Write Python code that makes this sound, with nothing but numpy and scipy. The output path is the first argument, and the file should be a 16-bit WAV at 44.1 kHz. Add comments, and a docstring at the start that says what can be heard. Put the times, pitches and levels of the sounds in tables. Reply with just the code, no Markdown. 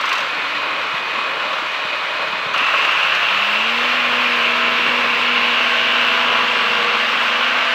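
"""First come sharp spits and hard knocks as a six-cylinder diesel road roller drops to idle on open gravel.
Then it takes full fuel, climbs with more knocking and settles at working speed, where the cooling fan sings.
Firings shake noise and ringing from the metal, the exhaust puffs, and sine waves follow the shaft.
A light breeze, a few low thumps and one thin tick are near the small microphone, thin in bass and treble."""
import sys
import numpy as np
from scipy import signal
from scipy.fft import rfft, irfft, next_fast_len
from scipy.io import wavfile
from scipy.ndimage import uniform_filter1d, map_coordinates

SR = 44100
rng = np.random.default_rng(int(sys.argv[2]) if len(sys.argv) > 2 else 0)


def int16_out(signal):
    """Quantize to a 16-bit WAV file."""
    q = np.round(np.clip(np.atleast_2d(signal).T, -1, 1) * 32767)
    wavfile.write(sys.argv[1], SR, q.astype(np.int16))


N = 341334  # length [samples]


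def amp(db):
    """Turn decibels into a gain."""
    return 10 ** (np.asarray(db) / 20)


def unit(x):
    """Scale x to an rms of 1."""
    return x / np.sqrt(np.mean(x ** 2) + 1e-20)


def seconds(duration=N / SR):
    """Time of every sample [s]."""
    return np.arange(int(round(duration * SR))) / SR


def curves(rows):
    """Draw straight lines between timed points, one curve for each column after the time."""
    times, *columns = np.transpose(rows)
    return [np.interp(seconds(), times, column) for column in columns]


def wobble(rate):
    """A smooth random curve with rate random points a second."""
    knots = rng.standard_normal(int(N * rate / SR) + 4)
    return map_coordinates(knots, [np.arange(N) * rate / SR])


def coloured(x, points):
    """Shape the pitch balance of x with a filter that never sounds ahead of its input, at rms 1."""
    m = next_fast_len(N + 8192, real=True) // 2 * 2
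    hz, db = np.transpose(points)
    gain = amp(np.interp(np.log(np.fft.rfftfreq(m, 1 / SR) + 1), np.log(hz + 1), db))
    # folding the cepstrum puts the filter's response after its input
    cepstrum = irfft(np.log(gain + 1e-6), m)
    cepstrum[1:m // 2] *= 2
    cepstrum[m // 2 + 1:] = 0
    return unit(irfft(rfft(x, m) * np.exp(rfft(cepstrum)), m)[:N])


def patchy(depth_db):
    """Noise that is louder and softer in random patches of time and pitch."""
    noise = signal.stft(rng.standard_normal(N), nperseg=512)[2]
    over_pitch = uniform_filter1d(rng.standard_normal(noise.shape), size=5, axis=0)
    patches = unit(uniform_filter1d(over_pitch, size=12, axis=1))
    return unit(signal.istft(noise * amp(depth_db * patches), nperseg=512)[1][:N])


def sine(cycles, sway, waver_db):
    """A slightly unsteady sine wave: both its level and its phase waver."""
    waver = amp(waver_db * wobble(7))
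    return np.sqrt(2) * waver * np.sin(2 * np.pi * cycles + sway * wobble(6))


# Engine speed: (time [s], firings per second [Hz])
ENGINE_SPEED = [(0, 50), (.2, 56), (.45, 37.7), (2.5, 37.7), (2.62, 48.9), (3.72, 106.7), (3.95, 111.8),
                (4.15, 111), (4.55, 108.4), (4.85, 109.8), (6, 110), (6.3, 111.5), (6.5, 111),
                (6.82, 108.3), (7.1, 110.1), (7.4, 111.1), (7.74, 111)]


def firings():
    """Add up the engine speed into a running count of firings."""
    return np.cumsum(curves(ENGINE_SPEED)[0]) / SR


def octaves():
    """Engine speed in octaves above or below the working speed of 110 firings a second."""
    return np.log2(curves(ENGINE_SPEED)[0] / 110)


def turn():
    """The roller swings round: 0 is nose-on, 1 is side-on."""
    start_s, end_s = 5.4, 7.1
    return np.clip((seconds() - start_s) / (end_s - start_s), 0, 1)


# Fuel given to the engine: (time [s], share of full fuel [0-1])
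FUEL_SHARE = [(0, 0.7), (.028, .55), (.036, 0.74), (.2, 0.8), (.26, 0.58), (.45, 0.1), (2.535, 0.05),
              (2.545, 0.86), (2.8, 1), (7.74, 0.98)]


def level(no_fuel_db, full_db, octave_db, side_on_db):
    """Level [dB] from fuel, at working speed, plus a change per octave of speed and for the turn."""
    fuel = np.clip(curves(FUEL_SHARE)[0], 0, 1)
    from_fuel = no_fuel_db + fuel * (full_db - no_fuel_db)
    return from_fuel + octave_db * octaves() + side_on_db * turn()


# How strongly each of the six cylinders fires, in firing order: strength [dB]
CYLINDER_STRENGTH = [0.36, -1.5, -2, -2.5, -1, 1.1]


def beat(count, depth, scatter_db, fall):
    """Gain that jumps at every firing and fades until the next, with cylinder and chance differences."""
    number = count.astype(int)
    luck = scatter_db * rng.standard_normal(number[-1] + 1)
    size = amp(np.take(CYLINDER_STRENGTH, number % 6) + luck[number])
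    return 1 - depth + depth * size * fall * np.exp(-fall * (count % 1))


# Sharp injector spits as fuel comes on: (time [s], level before the rise and fall are shaped [dB])
INJECTOR_SPITS = [(0.0094, -25), (0.0543, -25), (0.0897, -23), (0.1271, -19), (0.1521, -28), (0.179, -23),
                  (0.2029, -29), (2.5376, -29), (2.5765, -27), (2.6688, -35), (2.7544, -34), (2.7816, -28),
                  (2.8175, -32), (2.8494, -30), (2.9163, -31), (3.0294, -32), (3.1494, -30)]


def spits():
    """Each spit opens the hiss quickly and lets it die away in a few milliseconds."""
    gain, t = np.zeros(N + SR), seconds(.05)
    shape = (1 - np.exp(-t / 0.002)) * np.exp(-t / 0.0046)
    for start_s, db in INJECTOR_SPITS:
        gain[round(start_s * SR):][:len(t)] += amp(db) * shape
    return gain[:N]


# Pitch balance of the injector hiss: (frequency [Hz], relative level [dB per Hz])
HISS_COLOUR = [(2240, -32), (3800, -2.5), (4200, -7.5), (6120, -14), (6960, -21.5), (7790, -20.5),
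               (8710, -29), (9680, -28), (11000, -43), (13400, -28), (15500, -40.5)]
# Pitch balance of the very high fizz: (frequency [Hz], relative level [dB per Hz])
FIZZ_COLOUR = [(7000, -120), (9000, -25), (10300, -9), (11000, -13), (11700, -8), (12800, -6), (13300, .5),
               (13800, -8.5), (15000, -13), (15700, -19), (20000, -120)]


def injectors(count):
    """Injectors hiss in step with the firings and spit; a very high fizz shares the hiss's unevenness."""
    uneven = amp(.6 * wobble(11) + 0.41 * wobble(25))
    hiss_gain = amp(level(-49, -39.5, octave_db=-1.5, side_on_db=1.2)) * uneven + spits()
    fizz_gain = amp(level(-85, -59, octave_db=2, side_on_db=-1.5)) * uneven
    pulse = beat(count, depth=0.12, scatter_db=4, fall=1.8)
    hiss = hiss_gain * coloured(pulse * patchy(1.7), HISS_COLOUR)
    return hiss + fizz_gain * coloured(patchy(.9), FIZZ_COLOUR)


def repeating(count):
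    """Alternate firings form two banks that shake the metal in their own slowly drifting pattern."""
    number = count.astype(int)
    edge = np.diff(number, prepend=0) > 0
    t, out = seconds(.05), np.zeros(N)
    die_away = amp(-60 * t / 0.047)
    for bank in range(2):
        blows = edge * (number % 2 == bank)
        for shake in rng.standard_normal((3, len(t))):
            out += wobble(1.476) * signal.fftconvolve(blows, shake * die_away)[:N]
    return unit(out)


# Pitch balance of the engine block: (frequency [Hz], relative level [dB per Hz])
BLOCK_COLOUR = [(410, -41), (700, -5.5), (762, -16.5), (842, -3.5), (934, -10.5), (1070, -2), (1400, 1),
                (1590, -3), (1860, -4), (2300, -5), (2990, -21), (5060, -120)]


def block(pulse, same):
    """Pressure blows shake the heavy engine block."""
    gain = amp(level(-41, -24, octave_db=-2.5, side_on_db=2.5))
    return gain * coloured(pulse * patchy(0.2) + 0.29 * same, BLOCK_COLOUR)


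# Pitch balance of the sheet covers: (frequency [Hz], relative level [dB per Hz])
COVERS_COLOUR = [(940, -33.5), (1600, -3.5), (1860, -9), (2740, -0.5), (4190, -15.5), (6000, -31),
                 (7800, -42), (13200, -120)]
# Pitch balance of the covers' main way of ringing: (frequency [Hz], relative level [dB per Hz])
RING_COLOUR = [(900, -120), (1900, -35.5), (2400, -1.5), (2700, 3.5), (2950, -5.5), (3600, -21),
               (7000, -120)]


def covers(pulse, same):
    """The same blows rattle the thin sheet covers and ring their main mode."""
    rattle_gain = amp(level(-39.5, -22, octave_db=2, side_on_db=0.8))
    ring_gain = amp(level(-62, -23.5, octave_db=-3, side_on_db=-4))
    rattle = rattle_gain * coloured(pulse * patchy(0.99) + 0.35 * same, COVERS_COLOUR)
    return rattle + ring_gain * coloured(pulse * patchy(0.27) + 0.45 * same, RING_COLOUR)


# Sudden fuel makes every firing knock:
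# (start [s], end [s], block strength at start [dB], covers strength at start [dB])
FUEL_SURGES = [(.03, .31, -14.5, -26), (2.54, 3.7, -12.5, -17.5)]
# The hardest firings: (time [s], block strength [dB], covers strength [dB])
HARDEST_KNOCKS = [(.034, -7, -21), (.075, -12, -16), (.113, -16, -13), (2.542, -4.5, -16),
                  (2.594, -10, -17), (2.643, -13, -9.5), (2.847, -19, -11), (2.926, -21, -19),
                  (3.03, -14, -10), (3.121, -12, -9)]


def hard_firings(count):
    """Pick every firing in a surge, fading with some chance, then add the hardest ones."""
    times, rows = np.flatnonzero(np.diff(count.astype(int))) / SR, []
    fade_db, scatter_db = np.array([-8.5, -4]), 4  # change of block and covers over a surge; chance
    for start_s, end_s, *strengths in FUEL_SURGES:
        s = times[(times > start_s) & (times < end_s), None]
        progress = (s - start_s) / (end_s - start_s)
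        luck = scatter_db * rng.standard_normal((len(s), 2))
        db = np.array(strengths) + progress * fade_db + luck
        rows += np.hstack([s, db]).tolist()
    return rows + list(HARDEST_KNOCKS)


# Ringing tones, one list for the block and one for the covers:
# (typical frequency [Hz], typical level relative to the knock [dB], time to fall by 60 dB [s])
RINGING_TONES = [(1079, -3, 0.041), (1288, -2.5, 0.032), (1550, -3, 0.025)], [(2630, 1, 0.027),
                 (2857, 3, 0.03), (2950, -15, 0.014)]


def knocks(count):
    """Each hard firing rings tones of block and covers, with chance in their strength and pitch."""
    out, t = np.zeros(N + SR), seconds(1 / 15)
    onset = 1 - np.exp(-t / 0.0023)
    for start_s, *strengths in hard_firings(count):
        for strength_db, modes in zip(strengths, RINGING_TONES):
            for hz, mode_db, t60 in modes:
                luck_level, luck_pitch = rng.standard_normal(2)
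                fading = amp(strength_db + mode_db + 2.4 * luck_level - 60 * t / t60)
                ring = fading * np.sin(2 * np.pi * hz * (1 + 0.021 * luck_pitch) * t)
                out[round(start_s * SR):][:len(t)] += ring * onset
    return out[:N]


def combustion(count):
    """Burning fuel strikes block and covers with one shared pulse; hard firings knock on top."""
    same = repeating(count)
    pulse = beat(count, depth=0.12, scatter_db=-4, fall=0.6)
    return block(pulse, same) + covers(pulse, same) + knocks(count)


# Pitch balance of the light clatter: (frequency [Hz], relative level [dB per Hz])
CLATTER_COLOUR = [(470, -40), (800, -10.5), (1060, -2.5), (1450, -2.5), (1560, -5), (1950, -5), (2350, -4),
                  (2470, -4), (2660, -5.5), (4110, -13.5), (5200, -27.5), (7840, -39), (8760, -47.5),
                  (13500, -47), (15500, -67)]


def tickover(count):
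    """Valves, gears and belts clatter lightly under everything, pulsing with the firings."""
    gain = amp(level(-23, -23.5, octave_db=-0.4, side_on_db=-1.7) + 0.18 * wobble(5.5))
    pulse = beat(count, depth=0.16, scatter_db=5.0, fall=1.3)
    return gain * coloured(pulse * patchy(0.81), CLATTER_COLOUR)


# Average level of the exhaust rumble: (time [s], level [dB])
RUMBLE_CURVE = [(0, -43.5), (1, -41), (1.66, -45), (2.54, -41), (3.47, -43.5), (3.8, -45.5), (4.96, -38),
                (5.69, -42.5), (6.4, -38), (6.8, -39.5), (7.14, -43), (7.74, -49)]
# Pitch balance of the rumble: (frequency [Hz], relative level [dB per Hz])
RUMBLE_COLOUR = [(12, -56), (20, -38), (76, -17), (183, -2.5), (264, -3.5), (293, -7), (395, -0.5),
                 (450, 4), (580, -14.5), (990, -120)]
# Pitch balance of the roar: (frequency [Hz], relative level [dB per Hz])
ROAR_COLOUR = [(160, -44.5), (280, -15.5), (366, -18), (397, -17.5), (435, -15), (544, -5.5), (603, -5.5),
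               (821, -12.5), (1050, -3.5), (1100, -1), (1430, -29), (2420, -120)]


def exhaust(count):
    """Gas puffs from the stack make a dull rumble and a hollow roar."""
    rumble_gain = amp(curves(RUMBLE_CURVE)[0] + 0.9 * wobble(6))
    roar_gain = amp(level(-28.5, -29, octave_db=1.5, side_on_db=0.1) + 1.1 * wobble(6.2))
    puff = beat(count, depth=0.27, scatter_db=-5.0, fall=1.1)
    rumble = rumble_gain * coloured(puff * patchy(1.6), RUMBLE_COLOUR)
    return rumble + roar_gain * coloured(puff * patchy(1.3), ROAR_COLOUR)


# Average level of the air on the microphone: (time [s], level [dB])
BREEZE_CURVE = [(0, -62), (.9, -59), (1.3, -62), (2.2, -58), (3.25, -63), (3.73, -73), (5.99, -74),
                (6.4, -59), (6.92, -75), (7.74, -78)]
# Pitch balance of the breeze: (frequency [Hz], relative level [dB per Hz])
BREEZE_COLOUR = [(10, -30), (25, -17), (60, -6), (110, -6), (200, -11), (400, -46), (1500, -120)]


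def breeze():
    """Light air buffets the microphone in lumps of low noise."""
    gain = amp(curves(BREEZE_CURVE)[0] + 2.5 * wobble(8))
    return gain * coloured(rng.standard_normal(N), BREEZE_COLOUR)


# Thin tones that come and go: (frequency [Hz], start [s], end [s], level before wavering [dB])
THIN_TONES = [(2500, .25, 2.6, -32.5), (2918, .35, 2.5, -39), (13500, .3, 2.55, -76), (292, .33, .8, -45),
              (622, 1.4, 2.5, -42), (450, 2, 2.55, -45), (520, 7.3, 9, -41)]


def whines():
    """Thin tones of steady pitch fade in and out, whatever the engine speed."""
    t, out = seconds(), np.zeros(N)
    for hz, start_s, end_s, db in THIN_TONES:
        swell = np.clip(np.minimum(t - start_s, end_s - t) / .06, 0, 1)
        out += amp(db) * swell * sine(hz * t, sway=.25, waver_db=.8)
    return out


# Low thumps: (time [s], strength before the rise and fall are shaped [dB], frequency [Hz])
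LOW_THUMPS = [(0.94, -22, 170), (1.137, -23, 290), (1.178, -22, 250), (1.622, -20, 300), (1.851, -22, 200),
              (2.332, -26, 200), (2.464, -21, 165), (2.617, -21, 290), (6.43, -20, 230)]


def thumps():
    """Short soft low pushes close to the microphone swell up and die away."""
    out, t = np.zeros(N + SR), seconds(1 / 15)
    rise_s = 0.0031  # time to the peak; also sets the fall
    shape = t / rise_s * np.exp(-t / rise_s)
    for start_s, db, hz in LOW_THUMPS:
        out[round(start_s * SR):][:len(t)] += amp(db) * shape * np.sin(2 * np.pi * hz * t)
    return out[:N]


# Engine tones: (multiple of the firing rate, peak level at working speed before wavering [dB],
# peak time of the swell [s], fade away from that time [dB per s squared])
ENGINE_TONES = [(.5, -76, 5.2, 1.5), (2, -52.5, 5.1, 2), (2, -45.5, 6.9, 19), (3, -48, 4.9, 8),
                (6, -30.5, 4.58, 202), (6, -37, 6.05, 12), (6, -38.5, 7.84, 32), (9, -36, 5, 12),
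                (9, -31, 6.46, 70), (9.5, -31.5, 4.7, 6), (9.5, -31, 7.34, 70), (10, -32, 5.8, 15),
                (10.5, -32, 6.8, 11), (11.5, -45, 6.1, 13), (12, -28.5, 4.58, 110), (14, -31.5, 5.8, 63),
                (14, -30.5, 7.62, 60), (14.5, -33.5, 6.15, 9), (15, -37.5, 5, 11), (20.5, -32, 5.2, 5),
                (21, -28, 4.6, 120), (21, -35, 5.8, 30), (22, -30.5, 4, 18), (24, -36.5, 5.2, 11),
                (25.5, -37, 6.35, 80), (26, -32, 5.5, 29), (26, -37, 7.3, 50)]


def shaft_tones(count):
    """Sines at the firing rate and its multiples follow the shaft; the multiples swell and fade."""
    firing_gain = amp(level(-64, -54.5, octave_db=6, side_on_db=-2.5))
    out = firing_gain * sine(count, sway=0.28, waver_db=1.0)
    rise_db, t = 55 * octaves(), seconds()  # 55 dB per octave of speed
    for multiple, db, peak_s, fade_db in ENGINE_TONES:
        swell_db = rise_db - fade_db * (t - peak_s) ** 2 + wobble(1.33)
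        out += amp(db + swell_db) * sine(multiple * count, sway=0.4, waver_db=0.97)
    return out


# The fan tone one octave up, before wavering: (time [s], level [dB])
FAN_OCTAVE_CURVE = [(2.6, -80), (3.35, -51), (3.6, -45), (3.8, -35), (4, -40), (4.3, -34), (5.2, -37),
                    (6.5, -36.5), (6.87, -31.5), (7.2, -42), (7.74, -39)]


def fan(count):
    """The cooling fan sings at the rate its blades pass, and an octave above."""
    passes = 2.2 * count  # blade passes per firing
    blade_gain = amp(level(-83, -36, octave_db=27, side_on_db=-5))
    octave_gain = amp(curves(FAN_OCTAVE_CURVE)[0])
    blade = blade_gain * sine(passes, sway=0.41, waver_db=1.0)
    return blade + octave_gain * sine(2 * passes, sway=0.54, waver_db=1.1)


def scene():
    """Add the machine and the sounds near the microphone in the open air."""
    count = firings()
    engine = injectors(count) + combustion(count) + tickover(count) + exhaust(count)
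    tones = whines() + shaft_tones(count) + fan(count)
    return (engine + breeze() + thumps() + tones)[None]


# Dips in the microphone's treble: (centre [Hz], width [Hz], gain at centre [dB])
TREBLE_HOLLOWS = [(8700, 210, -4), (10900, 260, -2.5)]


def record(dry):
    """Add one thin tick, then the small microphone's weak bass, treble dips and upper limit."""
    tick_s, tick_db = 3.5465, -21
    bass_hz, top_hz = 45.3, 15730
    out = np.pad(dry, [(0, 0), (0, SR // 4)])
    out[:, round(tick_s * SR)] += amp(tick_db)  # a single sample
    hz = np.fft.rfftfreq(out.shape[1], 1 / SR)
    dips_db = sum(db * np.exp(-((hz - mid_hz) / width_hz) ** 2) for mid_hz, width_hz, db in TREBLE_HOLLOWS)
    bass = hz ** 2 / (hz ** 2 + bass_hz ** 2)
    response = amp(dips_db) * (hz < top_hz) * bass
    return irfft(rfft(out) * response, out.shape[1])[:, :N]


dry = scene()
out = record(dry)
int16_out(out)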